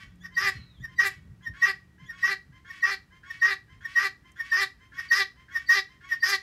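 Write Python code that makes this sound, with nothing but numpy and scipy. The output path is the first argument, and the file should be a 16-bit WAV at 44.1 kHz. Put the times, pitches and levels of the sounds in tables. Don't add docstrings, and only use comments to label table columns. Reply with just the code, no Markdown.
import sys
import numpy as np
from scipy import signal
from scipy.fft import rfft, irfft, next_fast_len
from scipy.io import wavfile
from scipy.ndimage import uniform_filter1d

SR = 44100
rng = np.random.default_rng(int(sys.argv[2]) if len(sys.argv) > 2 else 0)


def wav_record(signal):
    frames = np.transpose(np.atleast_2d(signal))
    bounded = np.clip(frames, -1, 1)
    quanta = np.round(bounded * 32767).astype(np.int16)
    wavfile.write(sys.argv[1], SR, quanta)


N = 283122
TIME_S = np.arange(N) / SR

# (time [s], level [dB])
BREEZE = [(0, -56), (1.4, -56), (1.9, -60), (2.8, -61.5), (3.3, -60), (6.4, -63)]
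GUSTS = [(0.036, -41), (0.423, -45), (0.546, -33.5), (0.784, -34.5), (1.155, -43), (1.254, -36.5),
         (1.465, -35.5), (2.003, -42.5), (2.479, -43.5), (3.698, -49), (3.754, -49.5), (4.934, -52)]
HUM = [(0, -65), (.22, -55), (.45, -65.5), (1.7, -62), (2.3, -64.5), (2.6, -75.5), (6.4, -87)]
TICKS = [(.157, -69), (4.318, -58.5)]
# (frequency [Hz], gain [dB])
WIND_SPECTRUM = [(15, -56.5), (25, -18.5), (54, 2.5), (134, 1), (277, -18.5), (357, -30), (448, -28.5),
                 (492, -43), (600, -30), (780, -66), (1320, -120)]
AIR_SPECTRUM = [(30, -16), (60, 4.5), (150, -2.5), (300, -2.5), (550, -16.5), (1500, -15.5), (3000, -23),
                (6000, -27.5), (15000, -35.5)]
TICK_SPECTRUM = [(3000, -27), (6500, 3), (10000, 0), (15000, -14)]
BEAK_HISS = [(9500, -24.5), (10600, -12.5), (11300, 0.5), (12100, 3.5), (12700, -17), (14500, -28)]
# (high note start [s], high note level [dB], low note level [dB])
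FAR_CALLS = [(-.11, -51, -70), (.43, -53.5, -58), (1.001, -56.5, -59), (1.536, -50, -59.5),
             (2.108, -52.5, -57.5), (2.649, -51.5, -60), (3.234, -52.5, -60), (3.809, -51, -60),
             (4.36, -52.5, -60.5), (4.92, -51.5, -59), (5.485, -52.5, -59.5), (6.01, -53, -60.5)]
# (centre [s], half width [s], level [dB])
SQUEAKS = [(.256, 0.018, -39.5), (.85, 0.01404, -32), (1.475, 0.015, -29), (2.105, .016, -34),
           (2.71, .01, -34.5), (3.311, 0.0097, -30.5), (3.859, 0.011, -28.5), (4.409, 0.01531, -26.5),
           (4.995, .016, -31), (5.567, .019, -23.5), (6.129, .018, -21)]
# (start [s], whistle length [s], total length [s], pitch [Hz], whistle [dB], buzz [dB])
SQUAWKS = [(0.369, 0.042, 0.13, 1890, -21.5, -22), (.989, 0.023, .098, 1896, -15.5, -24.5),
           (1.623, .038, 0.091, 1888, -16, -25.5), (2.231, 0.046, 0.11, 1885, -18.5, -26),
           (2.829, 0.033, 0.12, 1881, -18, -28.5), (3.42, 0.039, 0.12, 1860, -17.5, -26.5),
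           (3.959, .036, 0.12, 1886, -18.5, -26), (4.519, .05, .128, 1823, -19.5, -24),
           (5.112, 0.02, .119, 1872, -15, -22.5), (5.692, .032, 0.11, 1863, -15, -23),
           (6.229, .033, 0.13, 1848, -17, -23)]
# (time [s], gain [dB])
FACING = [(.4, -2.5), (1.1, -5.5), (1.7, -7), (2.3, -6.5), (4.1, -6), (4.6, -1), (5.05, 2), (5.8, 1.5),
          (6.3, 2.5)]
# (frequency [Hz], gain [dB])
FAR_THROAT = [(600, -39.5), (900, -15.5), (1140, -3.5), (1350, -7), (1850, 7), (2300, -1.5), (3000, -5.5),
              (4000, -12.5), (5000, -11), (6200, -19), (8000, -24.5), (12000, -28.5), (15500, -36.5)]
RASP_THROAT = [(250, -39), (420, -30.5), (580, -33.5), (820, -30), (950, -24.5), (1170, -9), (1370, -12),
               (1650, -8.5), (1780, -5), (1910, 1), (2150, -15.5), (2370, -15.5), (3200, -27.5),
               (4500, -48.5)]
BUZZ_THROAT = [(250, -37.5), (390, -17.5), (560, -62.5), (780, -21), (930, -28.5), (1160, -12), (1520, -20),
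               (1700, 5), (1930, 1.5), (2130, -10), (2340, -11), (2600, -15), (3200, -26), (4500, -66)]
RASP_BEAK = [(2000, -38), (3300, -10), (4400, -18.5), (4900, 5.5), (5500, -0.5), (6300, -7.5),
             (7200, -22.5), (9900, -27), (11400, -14.5), (12600, -22), (15500, -33.5)]
BUZZ_BEAK = [(2000, -50), (3400, -8.5), (4250, -0.5), (4600, -3), (5050, -5), (5900, -23), (7200, -18.5),
             (9900, -27.5), (11200, -17), (12600, -27.5), (15500, -30.5)]
# (multiple of pitch, gain [dB])
FAR_PARTIALS = [(1, -5.5), (2, -2), (3, -8.5), (4, -25), (5, -21), (6, -21.5), (7, -30)]
PEEP_PARTIALS = [(1, -6), (2, -2.5), (4, -13), (6, -27)]
WHISTLE_OVERTONES = [(2, -11), (3, -3), (4, -22.5), (5, -25), (6, -17.5), (7, -29.5)]
SLIDE_PARTIALS = [(1, -8.5), (2, -7.5), (3, 5.5)]
# (multiple of pitch/5, gain [dB])
TWO_VOICES = [(3, -18), (4, -32), (7, -27.5), (8, -34)]
TWO_VOICES_TREBLE = [(12, -35), (13, -30), (14, -28), (16, -31.5), (17, -37)]
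# (offset from centre [half widths], gain [dB])
SQUEAK_SWELL = [(-2.4, -36), (-1.1, -15), (-.45, -2.5), (0, 0), (.45, -2.5), (1.1, -17), (2.4, -45)]
# (time from squawk start [s], gain [dB])
CREAK_SWELL = [(-.034, -30), (-.021, -2), (-.008, 0), (.004, -12)]
WHISTLE_ATTACK = [(-.025, -52.5), (-.012, -36), (-.003, -14.5), (.0026, -1.5), (.009, -0.5)]
SECOND_ATTACK = [(0, -28), (.008, -4), (0.017, -0.5)]
RASP_ATTACK = [(-.004, -34.5), (.008, -10)]
# (time from the whistle's break [s], gain [dB])
WHISTLE_HANDOVER = [(-.011, -1.5), (0, -7), (.014, -17), (0.036, -30)]
SECOND_HANDOVER = [(-.004, -3.5), (.022, -20.5)]
RASP_HANDOVER = [(-.012, -5.5), (0, -0.5)]
BUZZ_HANDOVER = [(-.01, -29), (.005, -13)]
# (time from squawk end [s], gain [dB])
RASP_RELEASE = [(-.048, -0.5), (-.02, -10.5), (0, -13), (.016, -34.5)]
BUZZ_RELEASE = [(-.044, -6), (-.026, 0), (-.012, 0), (0, -6), (.02, -30)]
# (time [s], pitch [Hz], relative level [dB])
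SLIDE = [(.5, 1440, -80), (.57, 1396, -62.5), (0.661, 1342, -66), (.73, 1247, -74), (0.791, 1070, -71.5),
         (.82, 1050, -82.5)]
# (delay [s], gain [dB])
ECHOES = [(.0052, -25), (0.0154, -21.5), (.027, -24), (.043, -23.5)]
# (frequency [Hz], gain [dB])
SCATTER = [(300, -6.5), (1000, -3), (2000, -1.5), (4500, -1.5), (7000, -1), (15000, -8)]

GUST_TRIM_DB, AIR_DB, HUM_HZ = -6, -65, 179
FAR_LEAD_S, FAR_LOW_S, FAR_LOW_HZ, FAR_HIGH_S, FAR_HIGH_HZ = .127, .082, 1042, .162, 1116
PEEP_DB, CREAK_DB, CREAK_HZ = -61.5, -49, 4660
SQUEAK_HZ, SQUEAK_RASP_DB, HISS_DB = 1849.5, -39, -40.5
RASP_DB, RASP_BEAK_DB, BUZZ_BEAK_DB = -26.8, -33.5, -31
BUZZ_S, BUZZ_HZ, BUZZ_SAG = .044, 389, .02


def from_db(db):
    return 10 ** (np.asarray(db) / 20)


def unit_rms(x):
    return x / np.sqrt(np.mean(x ** 2) + 1e-20)


def line(points):
    s, value = np.transpose(points)
    return np.interp(TIME_S, np.maximum.accumulate(s), value)


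def swell(points):
    s, db = np.transpose(points)
    during, gain = slice(*np.searchsorted(TIME_S, [s[0], s[-1]])), np.zeros(N)
    gain[during] = from_db(np.interp(TIME_S[during], np.maximum.accumulate(s), db))
    return gain


def around(time_s, shape):
    return [(time_s + offset_s, value) for offset_s, value in shape]


def coloured(x, spectrum):
    size = 2 * next_fast_len(len(x) // 2 + 1)
    hz, db = np.transpose(spectrum)
    bins_hz = np.maximum(np.arange(size // 2 + 1) * SR / size, 1)
    outside_oct = np.abs(np.log2(bins_hz / np.clip(bins_hz, hz[0], hz[-1])))
    gain_db = np.interp(np.log(bins_hz), np.log(hz), db) - 20 * outside_oct
    cepstrum = irfft(np.log(from_db(gain_db)))
    cepstrum[0] = 0
    response = np.exp(2 * rfft(cepstrum[:size // 2], size))
    return unit_rms(irfft(rfft(x, size) * response)[:len(x)])


def noise(spectrum):
    return coloured(rng.standard_normal(N), spectrum)


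def drift(rate_hz):
    knots = signal.resample_poly(rng.standard_normal(5000), 8, 1)
    return np.interp(TIME_S * rate_hz * 8, np.arange(len(knots)), knots)


def partials(pitch_hz, table=((1, 0),)):
    phase = 2 * np.pi * np.cumsum(pitch_hz) / SR
    return np.sqrt(2) * sum(from_db(db) * np.sin(round(k) * phase) for k, db in table)


def wind():
    shape = [(0, -16), (.017, 0), (.068, -6), (.128, -24)]
    gusts = sum(from_db(db + GUST_TRIM_DB) * swell(around(s, shape)) for s, db in GUSTS)
    return np.hypot(from_db(line(BREEZE)), gusts) * noise(WIND_SPECTRUM)


def hum():
    return from_db(line(HUM) + 1.5 * drift(5)) * partials(HUM_HZ * (1 + .006 * drift(2.1)))


def syrinx(pitch_hz, wobble, jitter, shimmer, breath):
    cycles = np.cumsum(pitch_hz * (1 + wobble * drift(250))) / SR
    beats = np.arange(1, int(cycles[-1]))
    chance = rng.standard_normal((5000, 2))[:len(beats)]
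    at = np.clip(np.interp(beats + jitter * chance[:, 0], cycles, np.arange(N)), 0, N - 2)
    whole, size = at.astype(int), np.exp(shimmer * chance[:, 1])
    pulses = np.bincount(whole, size * (1 - at + whole), N)
    pulses += np.bincount(whole + 1, size * (at - whole), N)
    puffs = rng.standard_normal(N) * (1 + np.cos(2 * np.pi * cycles)) ** 2
    return unit_rms(pulses) + breath * unit_rms(puffs)


def windpipe(x, feedback=.7):
    for lag_samples in (23, 41, 67):
        taps = np.r_[-feedback, np.zeros(lag_samples - 1), 1]
        x = signal.lfilter(taps, taps[::-1], x)
    return x


def evened(x):
    return x / np.sqrt(uniform_filter1d(x * x, size=260) + .05)


def far_notes():
    for start_s, high_db, low_db in FAR_CALLS:
        yield start_s - FAR_LEAD_S, FAR_LOW_S, FAR_LOW_HZ, low_db, low_db - 2
        yield start_s, FAR_HIGH_S, FAR_HIGH_HZ, high_db, high_db + 5


def far_bird():
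    pitch, tone, rasp, grunt = [], 0, 0, 0
    for start_s, length_s, hz, tone_db, rasp_db in far_notes():
        pitch += around(start_s, [(0, .95 * hz), (.3 * length_s, .995 * hz), (length_s, 1.005 * hz)])
        tone_shape = [(0, -18), (.27 * length_s, 0), (.47 * length_s, -1),
                      (length_s, -8), (length_s + .017, -30)]
        rasp_shape = [(0, -16), (.43 * length_s, -9), (.5 * length_s, -2),
                      (length_s - .02, -2), (length_s + .011, -20)]
        tone += from_db(tone_db) * swell(around(start_s, tone_shape))
        rasp += from_db(rasp_db) * swell(around(start_s, rasp_shape))
        grunt += from_db(rasp_db) * swell(around(start_s, [(-.005, -25), (.0017, -4), (.045, -5)]))
    pulse_hz = line(pitch) / 3 * (1 + .016 * drift(25))
    rough = windpipe(syrinx(pulse_hz, wobble=.0081, jitter=.015, shimmer=.41, breath=.37))
    clear = partials(line(pitch) * (1 + .0042 * drift(40) + .0058 * drift(400)), FAR_PARTIALS)
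    hoarse = evened(coloured(rough, FAR_THROAT)) * from_db(1.5 * drift(50))
    nasal = coloured(rough, [(1200, -22.5), (1620, 14.5), (1850, 3), (2200, -32)])
    return tone * from_db(2 * drift(65)) * clear + rasp * hoarse + grunt * nasal


def ticks():
    return sum(swell([(s, db), (s + .014, db - 31)]) for s, db in TICKS) * noise(TICK_SPECTRUM)


def peeps():
    pitch, gain = [], 0
    for (mid_s, *_), (start_s, *_) in zip(SQUEAKS, SQUAWKS):
        pitch += around(mid_s, [(-.055, 1600), (-.025, 1750)])
        pitch += around(start_s, [(-.04, 1930), (-.008, 2030)])
        gain += swell(around(mid_s, [(-.055, -15), (-.04, 0), (-.028, 0), (-.018, -15)]))
        gain += swell(around(start_s, [(-.04, -18), (-.018, -2), (-.006, 0), (.002, -15)]))
    gain *= from_db(PEEP_DB + 3 * drift(30))
    return gain * partials(line(pitch) * (1 + .02 * drift(8) + .012 * drift(400)), PEEP_PARTIALS)


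def whistle():
    pitch, gain, unrest, second = [], 0, 0, 0
    for (mid_s, width_s, squeak_db), (start_s, held_s, _, hz, db, _) in zip(SQUEAKS, SQUAWKS):
        break_s = start_s + held_s
        for widths, ratio in [(-1.8, 1.06), (-.6, 1.008), (1, .98)]:
            pitch.append((mid_s + widths * width_s, ratio * SQUEAK_HZ))
        pitch += around(start_s, [(-.011, 1.06 * hz), (0, .998 * hz), (.00962, hz),
                                  (.028, 1.015 * hz), (held_s + .03, 1.02 * hz)])
        gain += from_db(squeak_db) * swell([(mid_s + k * width_s, fall) for k, fall in SQUEAK_SWELL])
        gain += from_db(db) * swell(around(start_s, WHISTLE_ATTACK) + around(break_s, WHISTLE_HANDOVER))
        second += from_db(db) * swell(around(start_s, SECOND_ATTACK) + around(break_s, SECOND_HANDOVER))
        unrest += swell([(start_s + .011, -30), (break_s - .008, -4), (break_s + .04, 0)])
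    shade_db = .6 * line(FACING)
    pitch_hz = line(pitch) * (1 + .00284 * drift(300) + .01827 * unrest * drift(350))
    gain *= np.exp(.35 * unrest * drift(300))
    warble = 1 + .008 * drift(450) + .0099 * drift(70)
    overtones = from_db(-30.5 + 3 * drift(200)) * partials(pitch_hz * warble, WHISTLE_OVERTONES)
    hiss = from_db(HISS_DB + shade_db) * noise(BEAK_HISS)
    voices = sum(from_db(2.5 * drift(90)) * partials(pitch_hz / 5, [row]) for row in TWO_VOICES)
    for row in TWO_VOICES_TREBLE:
        voices += from_db(shade_db + 5.6 * drift(70)) * partials(pitch_hz / 5, [row])
    return gain * partials(pitch_hz) + gain ** .68 * (overtones + hiss) + second * voices


def ragged(x, spread_db, rate_hz):
    centres_hz = np.geomspace(3300, 7000, num=8)
    size = next_fast_len(N, True)
    bins_hz, spectrum = np.arange(size // 2 + 1) * SR / size, rfft(x, size)
    masks = (np.interp(bins_hz, centres_hz, share) for share in np.eye(len(centres_hz)))
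    bands = (irfft(spectrum * mask, size)[:N] for mask in masks)
    return evened(unit_rms(sum(band * from_db(spread_db * drift(rate_hz)) for band in bands)))


def rasp_and_buzz():
    pitch, chaos, order, buzz, catch = [], 0, 0, 0, 0
    facing_db = line(FACING)
    for start_s, held_s, length_s, whistle_hz, _, buzz_db in SQUAWKS:
        break_s, end_s = start_s + held_s, start_s + length_s
        settle_s, low_hz = end_s - BUZZ_S, whistle_hz / 5
        pitch += [(start_s, low_hz), (break_s, 1.025 * low_hz)]
        pitch += around(settle_s, [(-.012, 1.035 * BUZZ_HZ), (.008, (1 + BUZZ_SAG) * BUZZ_HZ)])
        pitch += around(end_s, [(0, (1 - BUZZ_SAG) * BUZZ_HZ), (.01993, .95 * BUZZ_HZ)])
        chaos += swell(around(start_s, RASP_ATTACK) + around(break_s, RASP_HANDOVER)
                       + around(end_s, RASP_RELEASE))
        periodic = swell(around(break_s, BUZZ_HANDOVER) + around(end_s, BUZZ_RELEASE))
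        order += periodic
        buzz += from_db(buzz_db) * periodic
    for mid_s, width_s, _ in SQUEAKS:
        catch += swell([(mid_s + k * width_s, db) for k, db in [(-1.7, -20), (0, 0), (.4, 0), (1.8, -22)]])
    catch *= from_db(SQUEAK_RASP_DB + 2 * facing_db)
    rasp = from_db(RASP_DB) * chaos + catch
    rasp_beak = from_db(RASP_BEAK_DB + facing_db) * chaos ** .88 + from_db(-11) * catch
    buzz_beak = from_db(BUZZ_BEAK_DB + .9 * facing_db) * order
    rough = windpipe(syrinx(line(pitch), wobble=.017, jitter=.014, shimmer=.56, breath=.3))
    reedy = windpipe(syrinx(line(pitch), wobble=.003, jitter=.007, shimmer=.22, breath=.18))
    throat = rasp * evened(coloured(rough, RASP_THROAT)) + buzz * evened(coloured(reedy, BUZZ_THROAT))
    beak = rasp_beak * ragged(coloured(rough, RASP_BEAK), spread_db=3.5, rate_hz=50)
    beak += buzz_beak * ragged(coloured(reedy, BUZZ_BEAK), spread_db=4, rate_hz=30)
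    return throat + beak


def creaks():
    gain = sum(swell(around(start_s, CREAK_SWELL)) for start_s, *_ in SQUAWKS)
    tone = partials(CREAK_HZ * (1 + .025 * drift(40) + .025 * drift(600)))
    return from_db(CREAK_DB + 1.6 * line(FACING) + 3.6 * drift(200)) * gain * tone


def falling_whistle():
    rows = np.array(SLIDE)
    pitch_hz = line(rows[:, :2]) * (1 + .02 * drift(700))
    return swell(rows[:, ::2]) * from_db(3.3 * drift(77) - 2.5) * partials(pitch_hz, SLIDE_PARTIALS)


def echoes(x):
    dull = signal.sosfilt(signal.butter(1, 5000, fs=SR, output="sos"), x)
    return sum(from_db(db) * np.interp(TIME_S - delay_s, TIME_S, dull, left=0) for delay_s, db in ECHOES)


def garden(x, wet_db, near_t60_s, tail_db, tail_t60_s):
    t = TIME_S[:SR]
    decay = from_db(-60 * t / near_t60_s) + from_db(tail_db - 60 * t / tail_t60_s)
    decay *= np.clip(t / .0043, 0, 1)
    response = from_db(wet_db) * coloured(rng.standard_normal(SR) * decay, SCATTER) / np.sqrt(SR)
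    return x + signal.fftconvolve(x, response)[:N]


def scene():
    near = peeps() + creaks() + whistle() + rasp_and_buzz()
    near = garden(near + echoes(near), wet_db=-13.5, near_t60_s=.19, tail_db=-34.5, tail_t60_s=1.0)
    far = garden(far_bird() + falling_whistle(), wet_db=-7, near_t60_s=.29, tail_db=-20, tail_t60_s=.8)
    background = wind() + from_db(AIR_DB) * noise(AIR_SPECTRUM) + hum() + ticks()
    return (near + far + background)[None]


def record(dry):
    thin = signal.sosfilt(signal.butter(2, 35, "high", fs=SR, output="sos"), dry)
    return signal.sosfilt(signal.ellip(10, .1, 80, 15700, fs=SR, output="sos"), thin)


dry = scene()
out = record(dry)
wav_record(out)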